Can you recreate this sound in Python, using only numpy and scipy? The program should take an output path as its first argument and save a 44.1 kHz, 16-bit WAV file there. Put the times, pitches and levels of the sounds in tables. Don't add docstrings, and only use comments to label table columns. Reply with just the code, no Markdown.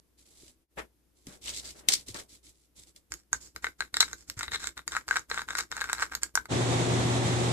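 import sys
import numpy as np
from scipy import signal
from scipy.fft import rfft, irfft
from scipy.io import wavfile
from scipy.ndimage import uniform_filter1d

SR = 44100
rng = np.random.default_rng(int(sys.argv[2]) if len(sys.argv) > 2 else 0)


def persist_wave(psi):
    counts = np.round(np.clip(psi, -1, 1) * 32767).astype(np.int16)
    wavfile.write(sys.argv[1], SR, np.atleast_2d(counts).T)


N = 331632
TIME_S = np.arange(N) / SR

# frequency in Hz, relative density in dB.
ROOM_SPECTRUM = [(40, -6.5), (90, -2), (222, -6), (328, -0.5), (380, -6.5), (697, -17), (2540, -21.5),
                 (7610, -22.5), (11500, -19.5), (14500, -24), (14900, -55.5)]
FAN_SPECTRUM = [(25, -48), (50, -22.5), (85, -11), (165, -10), (215, -15), (361, -13), (640, -17.5),
                (750, -16), (1590, -27), (1900, -24.5), (2700, -29), (3750, -25.5), (4840, -32.5),
                (7600, -31.5), (11800, -49.5), (13000, -80)]
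RUSTLE_SPECTRUM = [(530, -44), (900, -33), (1650, -17.5), (2070, -3.5), (2760, -6.5), (3890, 0.5),
                   (8050, 0), (12000, -15), (14500, -12), (14900, -71.5)]
RUB_SPECTRUM = [(88, -44.5), (150, -8.5), (485, -4), (889, -6), (1510, -4), (1670, -3.5), (3500, -17),
                (4550, -34.5), (7700, -120)]
# frequency in Hz, left-right correlation.
BENCH_LIKENESS = [(60, 0.29), (500, 0.54), (2000, 0.058), (10000, 0.15)]
FAN_LIKENESS = [(60, 0.28), (300, 1), (1000, 0.22), (4000, 0.025), (12000, 0.038)]
# frequency in Hz, left over right in dB.
PORT_COLOUR = [(100, 1.5), (450, 4), (2100, 1.5), (4500, 7), (5600, 0), (7500, -11), (9600, -4),
               (12000, 1.5)]
FAN_SHADOW = [(8000, -3.5), (12000, -15)]
# frequency in Hz, wander in Hz, level in dB.
DUCT_TONES = [(257, 12.19, -40), (357.7, 4.51, -41), (371, 5.17, -43.5)]
# time in seconds, push in dB, frequency in Hz.
BENCH_BUMPS = [(0.433, -43.5, 363), (1.271, -35, 265), (1.285, -38.5, 181), (1.89, -37, 276),
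               (2.09, -35, 348), (2.101, -39.5, 104), (2.151, -37, 249), (4.371, -36, 106),
               (4.479, -41, 69.5), (4.529, -41.5, 81.4)]
# start and end in seconds, rustle in dB, low rub in dB.
HAND_STROKES = [(0.172, 0.223, -64.5, -88), (0.245, 0.38, -67.5, -72), (0.36, 0.501, -61, -70),
                (0.769, 0.795, -53, -39), (1.145, 1.252, -74.5, -76), (1.263, 1.352, -58, -52),
                (1.412, 1.48, -50, -64.5), (1.448, 1.507, -41, -48), (1.518, 1.59, -40.5, -54.5),
                (1.624, 1.701, -46.5, -52), (1.742, 1.8, -59.5, -53.5), (1.797, 1.872, -77.5, -54),
                (1.879, 1.901, -34, -42.5), (1.908, 1.934, -24, -47.5), (1.95, 2.008, -53, -58),
                (2.061, 2.106, -49, -56), (2.138, 2.199, -45.5, -46), (2.281, 2.357, -58, -80),
                (2.425, 2.499, -61.5, -94), (2.498, 2.656, -75.5, -85), (2.75, 2.827, -58.5, -94.5),
                (2.856, 2.891, -63.5, -70), (2.953, 2.977, -64.5, -69.5)]
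# time in seconds, pitch in Hz.
SKIN_PITCH = [(1.38, 4070), (1.42, 3270), (1.52, 3060), (1.56, 4260), (1.931, 5170), (2.1, 3800)]
# time in seconds, level in dB.
PLASTIC_SNAPS = [(0.194, -62), (1.269, -38.5), (1.8867, -7.5), (1.938, -15.5), (2.085, -34.5),
                 (2.1443, -35), (2.962, -44)]
# frequency in Hz, level in dB, seconds to fall 60 dB before hand damping.
CUP_MODES = [(465, -22, 0.049), (1013, -22.5, 0.06), (1157, -16, 0.01), (1285, -7.5, 0.037),
             (1450, -5.5, 0.037), (1557, 0, 0.091), (1697, -7.5, 0.015), (1867, -7.5, 0.035),
             (2067, -7.5, 0.022), (3800, 3, 0.016), (4050, 3.5, 0.012), (4530, 1.5, 0.0052),
             (4770, -2, 0.008), (5400, 2.5, 0.007), (6820, 7, 0.019), (6840, 7, 0.016), (7730, 5, 0.022),
             (9150, -3, 0.0038), (9660, -3.5, 0.0031), (12070, -1, 0.0031)]
# time in seconds, level in dB, treble offset in dB.
STICK_TAPS = [(3.12, -28, 0.5), (3.139, -42, 12.5), (3.33, -22, 4.5), (3.346, -30.5, -11),
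              (3.562, -27.5, 2), (3.644, -16, -12), (3.668, -21.5, -17), (3.806, -20, -5.5),
              (3.822, -25.5, -27), (3.942, -22.5, 2.5), (3.9685, -18.5, 0), (4.003, -27, -2),
              (4.0055, -10.5, -1), (4.0095, -24, 6), (4.028, -16, -16), (4.131, -28, -1),
              (4.299, -29.5, 6.5), (4.392, -35.5, 13), (4.409, -26, -13), (4.431, -23, -2.5),
              (4.4405, -32, -12), (4.4808, -26.5, -18), (4.519, -29, -14), (4.54, -30, -23),
              (4.546, -23.5, -16), (4.5575, -29, -6), (4.643, -32.5, -5), (4.6718, -27.5, 6),
              (4.777, -30, -0.5), (4.792, -32, -23), (4.878, -27, 6.5), (4.92, -25, -6), (4.951, -24, -23),
              (4.9588, -28, -17), (4.9665, -15.5, -11), (5.081, -24, -4), (5.11, -15, -14),
              (5.1275, -29, -16), (5.158, -19, -12), (5.1637, -18, -9), (5.169, -15, -9.5),
              (5.194, -40, 10), (5.3, -34, -1), (5.314, -17.5, -19), (5.3437, -25, -5), (5.376, -18, -29),
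              (5.393, -23, -28), (5.418, -25, -9), (5.487, -24.5, -7.5), (5.506, -25, -8),
              (5.552, -23.5, -2), (5.584, -33, 9.5), (5.5882, -20, 2), (5.601, -27, -12), (5.607, -29, 8),
              (5.716, -28.5, 0.5), (5.7247, -23.5, -17), (5.767, -27.5, -1.5), (5.8055, -29, -10),
              (5.811, -25.5, 0), (5.817, -17, -8), (5.8415, -23, -5), (5.89, -26, -16), (5.8978, -28, -10),
              (5.9305, -15.5, -3.5), (5.982, -27.5, -12), (6.0203, -32, -6), (6.0255, -14.5, -15),
              (6.151, -26.5, 8), (6.233, -25.5, 10.5), (6.354, -19, 7.5), (6.375, -15, -51),
              (6.456, -31.5, -7)]
# start and end in seconds, low-mode knock in dB, high-mode hiss in dB.
STICK_DRAGS = [(3.101, 3.186, -99, -85), (3.322, 3.355, -87, -74.5), (3.402, 3.466, -97.5, -74.5),
               (3.62, 3.676, -76.5, -76), (3.783, 3.851, -86, -84), (3.937, 3.964, -76, -72),
               (4.001, 4.016, -61, -52.5), (4.043, 4.135, -84.5, -79.5), (4.16, 4.226, -100, -82.5),
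               (4.275, 4.305, -94, -78), (4.366, 4.449, -76, -73), (4.51, 4.545, -66.5, -65),
               (4.594, 4.664, -74.5, -69.5), (4.767, 4.757, -66, -71), (4.908, 4.977, -69.5, -70.5),
               (5.075, 5.183, -70, -69), (5.292, 5.404, -69, -70.5), (5.474, 5.57, -75.5, -77),
               (5.566, 5.592, -63.5, -59.5), (5.709, 5.86, -72.5, -76), (5.887, 6, -72.5, -73.5),
               (6.001, 6.025, -62, -63), (6.112, 6.14, -72, -76), (6.215, 6.235, -75.5, -69.5),
               (6.36, 6.362, -79, -67)]
# time in seconds, gain in dB.
RASP_LEVEL = [(3.1, -14.5), (3.7, -7), (3.998, 7), (4.3, -19), (4.55, 5.5), (5.0, -9), (5.4, -5),
              (5.8, -6.5), (6.4, -12)]
# time in seconds, dB per octave.
WALL_TILT = [(3.1, 7), (3.35, -17), (3.65, 23.5), (3.999, 11), (4.5, 23), (4.95, -3.5), (5.55, 1), (6.0, 2),
             (6.399, -10)]

CUT_S = 6.478


def from_db(db):
    return 10 ** (np.asarray(db) / 20)


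def unit_rms(x):
    return x / np.sqrt(np.mean(x ** 2) + 1e-20)


def at_hz(points, hz):
    points_hz, values = np.transpose(points)
    return np.interp(np.log(hz), np.log(points_hz), values)


def over_time(points):
    return np.interp(TIME_S, *np.transpose(points))


def drift(rate_hz):
    r = np.exp(-80 * np.pi * rate_hz / SR)
    slow = signal.lfilter([1], [1, -2 * r, r * r], rng.standard_normal(N // 40 + 2002))[2000:]
    return np.interp(np.arange(N) / 40, np.arange(len(slow)), unit_rms(slow))


def ring(clicks, hz, t60):
    r, w = from_db(-60 / (max(t60, .002) * SR)), 2 * np.pi * hz / SR
    return signal.lfilter([0, np.sin(w)], [1, -2 * r * np.cos(w), r * r], clicks + 1e-18)


def place(x, pan_db, lag):
    left = np.interp(np.arange(N) - lag, np.arange(N), x[0])
    return np.array([left * from_db(pan_db / 2), x[1] * from_db(-pan_db / 2)])


def balance(x, points):
    left = from_db(at_hz(points, np.maximum(np.fft.rfftfreq(N, 1 / SR), 1)))
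    return irfft(rfft(x) * np.array([left, np.ones_like(left)]) * np.sqrt(2 / (1 + left ** 2)), N)


def coloured(spectrum, likeness):
    hz = np.maximum(np.fft.rfftfreq(N, 1 / SR), 1)
    mid, side = rfft(rng.standard_normal((2, N)))
    alike = np.clip(at_hz(likeness, hz), -1, 1)
    pair = np.sqrt(1 + alike) * mid + np.sqrt(1 - alike) * side * [[1], [-1]]
    return unit_rms(irfft(pair * from_db(at_hz(spectrum, hz)), N))


def grains(per_s, spread_db):
    sizes = from_db(spread_db * np.minimum(rng.exponential(1, N), 4)) * rng.choice([-1, 1], N)
    return unit_rms(sizes * (rng.random(N) < per_s / SR))


def strokes(rows, levels_db, rise_s, fall_s):
    power = np.zeros(N)
    for (start, end, *_), db in zip(rows, levels_db):
        span = slice(int(start * SR), int((end + 12 * fall_s) * SR))
        rise = np.minimum((TIME_S[span] - start) / rise_s, 1)
        fall = np.exp(-np.maximum(TIME_S[span] - end, 0) / fall_s)
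        power[span] += (from_db(db) * rise * fall) ** 2
    return np.sqrt(power)


def room_tone(near, mains_hz=59.8):
    tone = from_db(-72.5) * coloured(ROOM_SPECTRUM, BENCH_LIKENESS)
    tone += from_db(-75.5 + 2.02 * drift(9.8)) * np.sqrt(2) * np.sin(2 * np.pi * mains_hz * TIME_S)
    near_power = uniform_filter1d(np.mean(near ** 2, axis=0), round(0.032 * SR))
    near_db = 10 * np.log10(near_power + 1e-10)
    opening_db = np.clip(0.62 * (near_db + 70.5), 0, 17)
    smoothing = np.exp(-1 / (0.0035 * SR))
    return tone * from_db(signal.lfilter([1 - smoothing], [1, -smoothing], opening_db))


def extractor_fan(hum_hz=120, fade_in_s=0.042):
    out = from_db(-28.5 + .7 * drift(10)) * balance(coloured(FAN_SPECTRUM, FAN_LIKENESS), FAN_SHADOW)
    out += from_db(-30.5) * np.sqrt(2) * np.sin(2 * np.pi * hum_hz * TIME_S)
    for hz, wander_hz, level_db in DUCT_TONES:
        wander = np.cumsum(wander_hz * drift(12.24)) / SR
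        out += from_db(level_db) * np.sqrt(2) * np.sin(2 * np.pi * (hz * TIME_S + wander))
    fade_in = np.clip((TIME_S - CUT_S) / fade_in_s, 0, 1) ** 2
    return place(out * fade_in, pan_db=0.18, lag=15.0)


def bench_echo(x, level_db=-10.5, t60_s=.11):
    age = np.arange(SR // 4) / SR
    tail = rng.standard_normal((2, len(age))) * from_db(-60 * age / t60_s) * (age > .003)
    tail /= np.sqrt(np.sum(tail ** 2, axis=1, keepdims=True))
    return from_db(level_db) * signal.fftconvolve(x, tail, axes=1)[:, :N]


def bench_bumps(ring_cycles=9.4):
    out = np.zeros(N)
    for s, push_db, hz in BENCH_BUMPS:
        push = np.zeros(N)
        push[round(s * SR)] = from_db(push_db)
        out += ring(push, hz, t60=ring_cycles / hz)
    return signal.lfilter([.07], [1, -.93], out)


def hand():
    rustle_db, rub_db = np.transpose(HAND_STROKES)[2:]
    pressure = strokes(HAND_STROKES, rustle_db, rise_s=0.025, fall_s=0.016)
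    rustle = coloured(RUSTLE_SPECTRUM, BENCH_LIKENESS) * from_db(3.6 * drift(150))
    fibres = np.roll(rustle, SR, axis=1)
    rasp_hz = over_time(SKIN_PITCH)
    rasp = sum(unit_rms(ring(fibres, hz, 0.004)) * np.clip(1 - np.abs(rasp_hz - hz) / 550, 0, 1)
               for hz in range(3000, 5800, 550))
    firmness = np.minimum(np.sqrt(pressure / from_db(-48.5)), 1)
    lightness = np.clip(1 - np.sqrt(pressure / from_db(-45.5)), 0, 1)
    rustle += from_db(-3.5) * rasp * firmness
    rustle += from_db(-6) * unit_rms(ring(fibres[::-1], 7970, 0.0032))
    rustle += from_db(3) * unit_rms(ring(fibres[::-1], 10500, 0.0011)) * lightness
    rub = coloured(RUB_SPECTRUM, BENCH_LIKENESS) * from_db(2 * drift(39))
    push = strokes(HAND_STROKES, rub_db, rise_s=0.0098, fall_s=0.028)
    bass = signal.sosfilt(signal.butter(2, 650, fs=SR, output="sos"), rub)
    rub = bass + (rub - bass) * np.minimum(push / from_db(-45), 1)
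    return place(rustle * pressure + rub * push, pan_db=1, lag=-12.5)


def plastic_snaps(decay_s=0.0033):
    out, noise = np.zeros((2, N)), coloured(RUSTLE_SPECTRUM, BENCH_LIKENESS)
    for s, level_db in PLASTIC_SNAPS:
        age = TIME_S - s
        out += from_db(level_db) * (age > 0) * np.exp(-np.abs(age) / decay_s) * noise
    return place(out, pan_db=1, lag=-12.0)


def stick_in_cup(treble_hz=2800, pivot_hz=1653, hiss_dull_hz=8800, chatter_s=0.0015, most_cycles=45):
    tap_s, tap_db, sharp_db = np.transpose(STICK_TAPS)
    tap_at = np.round(tap_s * SR).astype(int)
    chance = rng.standard_normal((len(tap_s), len(CUP_MODES), 3))
    knock_db, hiss_db = np.transpose(STICK_DRAGS)[2:]
    hiss = strokes(STICK_DRAGS, hiss_db, rise_s=0.0073, fall_s=0.019)
    knock = strokes(STICK_DRAGS, knock_db, rise_s=.008, fall_s=.018)
    slips = grains(per_s=500, spread_db=5) * from_db(2.5 * drift(60))
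    skips = from_db(-3) * grains(per_s=60, spread_db=3)
    rasp_gain, octave_gain = from_db(over_time(RASP_LEVEL)), from_db(over_time(WALL_TILT))
    tap_tilt = 2.5 * rng.standard_normal(len(tap_s))
    chatter_decay = np.exp(-1 / (chatter_s * SR))
    grip = rng.choice([-1, 1], len(tap_s))
    white = rng.standard_normal((3, N))
    lowest, wall = np.zeros((2, 2, N))
    span = slice(3 * SR, 13 * SR // 2)
    for k, (hz, mode_db, t60) in enumerate(CUP_MODES):
        rasps = 3300 < hz < 4150
        high = hz > treble_hz and not rasps
        noise = np.roll(white, k * SR // 4, axis=1)
        rough = slips + 0.49 * noise[:2]
        if high:
            drag = hiss * min(hiss_dull_hz / hz, 1) ** 2 * (rough + from_db(-9) * skips)
        else:
            drag = knock * (rough + skips)
        spread_db = 3 * chance[:, k, 2] + 2 * chance[:, k, :2].T
        octaves = np.log2(hz / pivot_hz) * (k > 0 and hz < treble_hz)
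        strength = from_db(tap_db - 7.5 + high * sharp_db + tap_tilt * octaves + spread_db)
        gain = from_db(mode_db) * (rasp_gain[span] if rasps else octave_gain[span] ** octaves)
        polarity = (-1) ** k if hz > treble_hz else 1
        t60 = min(t60, most_cycles / hz)
        layer = wall if k else lowest
        for squeeze in (-1, 1):
            taps = np.full((2, N), 1e-18)
            taps[:, tap_at] = strength * (grip == squeeze)
            chatter = 0.1 * noise[2, span] * signal.lfilter([0, 1], [1, -chatter_decay], taps[:, span])
            force = taps[:, span] + chatter + drag[:, span]
            layer[:, span] += polarity * gain * ring(force, hz * (1 + .02 * squeeze), t60)
    low_cut = signal.butter(4, 820, "high", fs=SR, output="sos")
    return place(lowest + signal.sosfilt(low_cut, wall), pan_db=0.33, lag=4.61)


def scene(dip_s=0.674, dip_half_s=0.044, dip_db=-21, fade_out_s=0.036):
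    near = stick_in_cup() + hand() + plastic_snaps()
    near += bench_echo(near)
    bench = near + bench_bumps() + room_tone(near)
    dip = from_db(dip_db * np.clip(1 - np.abs(TIME_S - dip_s) / dip_half_s, 0, 1))
    fade_out = np.clip((CUT_S - TIME_S) / fade_out_s + .5, 0, 1)
    return bench * dip * fade_out + extractor_fan()


def record(dry, cutoff_hz=16500):
    top_cut = signal.cheby2(12, 70, cutoff_hz, fs=SR, output="sos")
    return signal.sosfilt(top_cut, balance(dry, PORT_COLOUR))


dry = scene()
out = record(dry)
persist_wave(out)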